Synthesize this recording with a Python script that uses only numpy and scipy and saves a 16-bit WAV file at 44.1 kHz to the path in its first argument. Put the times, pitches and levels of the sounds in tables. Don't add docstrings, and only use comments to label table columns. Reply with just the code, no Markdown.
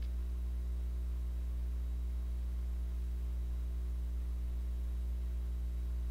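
import sys
import numpy as np
from scipy import signal
from scipy.fft import rfft, irfft, next_fast_len
from scipy.io import wavfile

SR = 44100
rng = np.random.default_rng(int(sys.argv[2]) if len(sys.argv) > 2 else 0)


def ratio_of_db(decibels):
    return 10 ** (np.asarray(decibels, float) / 20)


def store_pcm(level_fs):
    pcm = np.round(np.clip(level_fs, -1, 1) * 32767).astype(np.int16)
    wavfile.write(sys.argv[1], SR, np.atleast_2d(pcm).T)


N = 269054

# multiple of the mains, peak level/dB
HUM_OVERTONES = [(1, -34), (2, -55.5), (3, -56), (4, -67), (5, -64), (6, -76.5), (7, -69.5), (9, -74),
                 (10, -80.5), (11, -72.5), (12, -84.5), (13, -84), (14, -85), (15, -82.5)]
# t/s, peak level/dB, dullness (higher = duller)
SWITCH_TOUCHES = [
    (0.0226, -53, .2),
    (.0251, -54.5, 1.15),
    (.0365, -66, -0.42),
    (0.041, -55, .3),
    (.0470, -55, .2),
    (.0565, -64, .1),
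    (.0605, -62, .5),
    (.297, -70, -.8),
]
# f/Hz, level/dB, t60/s
SWITCH_MODES = [(1690, -6, 0.014), (2210, -1.5, 0.017), (2600, 1, 0.013), (3130, -3, 0.013),
                (3430, -2, 0.012), (3900, 2, 0.0059), (4540, -2, .009), (4900, -8, 0.0092),
                (5740, -16, .007), (6500, -17, .007)]
# level/dB, t60/s
SWITCH_TAIL = (-70.5, 0.25)
# multiple of the turning rate, peak level/dB
FAN_TONES = [(1, -59.5), (7, -66.5), (12, -90), (20, -80), (24, -91), (31, -89.5), (36, -89), (60, -95.5)]
# f/Hz, level/dB per Hz
AIR_SPECTRUM = [(3, -66), (11, -83.5), (90, -90), (170, -94), (480, -100), (1500, -104), (3300, -108.5),
                (9000, -122)]
# f/Hz, width/Hz, level/dB per Hz
CASE_MODES = [(331, 59, -99), (580, 120, -100), (1072, 245, -101), (1340, 9.8, -103), (2030, 210, -107),
              (2130, 29, -102)]
# f/Hz, width/Hz, level/dB per Hz
LOWEST_ROOM_MODE = (61.4, 38, -75.5)
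# f/Hz, level/dB re mean
STREAM_BAR = [(2000, -12), (6000, -4.5), (9000, -.6), (15000, 1.0)]


def overtones():
    first, last = 17, 29
    first_db, loss_db, scatter_db = -87, 0.5, 2.5
    k = np.arange(first, last + 1)
    peak_db = first_db - loss_db * (k - first) + scatter_db * rng.standard_normal(len(k))
    return [*HUM_OVERTONES, *zip(k, peak_db)]


def mains_hum():
    mains_hz, start_rad, overtone_lag_rad = 59.971, 1.33, 0.8
    phase = 2 * np.pi * mains_hz * np.arange(N) / SR + start_rad
    lines = overtones()
    scatter = rng.uniform(-np.pi, np.pi, len(lines))
    hum = np.zeros(N)
    for (k, peak_db), chance in zip(lines, scatter):
        side = -1 if k > 2 and k % 2 == 0 else 1
        lag = side * overtone_lag_rad * (k > 1)
        lag += chance * (k > 9)
        hum += ratio_of_db(peak_db) * np.cos(k * phase - lag)
    return hum


def contacts():
    bounce_s, bounce_loss_db, bounce_dull_share = 0.0027, 2, 0.3
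    t, peak_db, dull = np.transpose(SWITCH_TOUCHES)
    times = np.r_[t, t + bounce_s]
    levels = np.r_[peak_db, peak_db - bounce_loss_db]
    return times, levels, np.r_[dull, bounce_dull_share * dull]


def scrape(hz):
    length = int(0.0025 * SR)
    drag = rng.standard_normal(length) * np.hanning(length)
    at_mode = abs(drag @ np.exp(2j * np.pi * hz * np.arange(length) / SR))
    return drag / (at_mode + np.linalg.norm(drag) / 2)


def switch_rattle():
    t, peak_db, dull = contacts()
    spread = rng.standard_normal((len(t), len(SWITCH_MODES)))
    span = SR // 2
    rattle = np.zeros(span)
    for k, (hz, mode_db, t60) in enumerate(SWITCH_MODES):
        tilt_db = -16 * (dull - 0.3) * np.log2(hz / 3000)
        strike_db = peak_db + mode_db - 1.0 + tilt_db + 2.6 * spread[:, k]
        strikes = np.zeros(span)
        strikes[(t * SR).astype(int)] = ratio_of_db(strike_db) * np.sign(spread[:, k - 1])
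        strikes = np.convolve(strikes, scrape(hz))[:span]
        decay, turn = ratio_of_db(-60 / (t60 * SR)), 2 * np.pi * hz / SR
        ring = [1, -2 * decay * np.cos(turn), decay * decay]
        rattle += signal.lfilter([0, np.sin(turn)], ring, strikes)
    tail_db, tail_t60 = SWITCH_TAIL
    after = np.arange(span) / SR - t[1]
    band = signal.butter(2, [800, 5600], "band", fs=SR, output="sos")
    smear = signal.sosfilt(band, rng.standard_normal(span))
    rattle += smear * (after > 0) * ratio_of_db(tail_db + 3.5 - 60 * after / tail_t60)
    return np.pad(rattle, (0, N - span))


def drift(rate):
    hop = 40
    r = np.exp(-2 * np.pi * hop * rate / SR)
    slow = signal.lfilter([1], [1, -2 * r, r * r], rng.standard_normal(N // hop + 4002))[4000:]
    return np.interp(np.arange(N) / hop, np.arange(len(slow)), slow / np.std(slow))


def turning(hz, wander_hz, rate):
    wander = drift(rate)
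    return 2 * np.pi * np.cumsum(hz + wander_hz * (wander - wander.mean())) / SR


def fan():
    phase = turning(52.47, wander_hz=0.043, rate=2.1)
    drone = np.zeros(N)
    for k, peak_db in FAN_TONES:
        flutter_db = 1.7 * drift(3.2)
        drone += ratio_of_db(peak_db + flutter_db) * np.cos(k * phase + 5.0 * rng.random())
    return drone


def coil_whine():
    coil_db, clock_db, clock_hz = -79, -95, 4000.2
    phase = turning(3861.5, wander_hz=0.8, rate=1.1)
    tone = np.cos(phase) + ratio_of_db(-18) * np.cos(2 * phase)
    clock = ratio_of_db(clock_db) * np.cos(2 * np.pi * clock_hz * np.arange(N) / SR)
    return ratio_of_db(coil_db + 0.6 * drift(3.1)) * tone + clock


def coloured(power):
    size = next_fast_len(N)
    hz = np.maximum(np.arange(size // 2 + 1) * SR / size, 1)
    return irfft(rfft(rng.standard_normal(size)) * np.sqrt(power(hz) * SR / 2), size)[:N]


def air_power(hz):
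    hz_at, db_at = np.transpose(AIR_SPECTRUM)
    return ratio_of_db(np.interp(np.log(hz), np.log(hz_at), db_at)) ** 2


def resonance_power(hz):
    humps = 0
    for centre, width, db in [*CASE_MODES, LOWEST_ROOM_MODE]:
        humps = humps + ratio_of_db(db) ** 2 / (1 + (2 * (hz - centre) / width) ** 2) ** 2
    return humps


def air():
    broad = coloured(air_power) * ratio_of_db(0.5 * drift(6.2))
    humps = coloured(resonance_power) * ratio_of_db(0.52 * drift(3.0))
    return broad + humps


def preamp_hiss():
    return coloured(lambda hz: np.full_like(hz, ratio_of_db(-112.5) ** 2))


def thin_stream(x):
    top_hz = 15730
    frame = dict(window="cosine", nperseg=2048, noverlap=1024)
    hz, _, bins = signal.stft(x, SR, **frame)
    size = np.abs(bins)
    hz_at, db_at = np.transpose(STREAM_BAR)
    bar_db = np.interp(hz, hz_at, db_at, left=-60)
    bar = ratio_of_db(bar_db)[:, None] * size.mean(axis=-1, keepdims=True)
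    kept = (size > bar) * (hz < top_hz)[:, None]
    lost = np.sum(size ** 2, -1) / (np.sum((size * kept) ** 2, -1) + 1e-30)
    kept = kept * lost[..., None] ** 0.71
    return signal.istft(bins * kept, SR, **frame)[1][:, :N]


def scene():
    return (mains_hum() + switch_rattle() + fan() + coil_whine() + air())[None]


def low_pass(x):
    return signal.sosfilt(signal.butter(12, 15910, fs=SR, output="sos"), x)


def record(dry):
    mix = thin_stream(dry + preamp_hiss())
    return low_pass(mix)


dry = scene()
out = record(dry)
store_pcm(out)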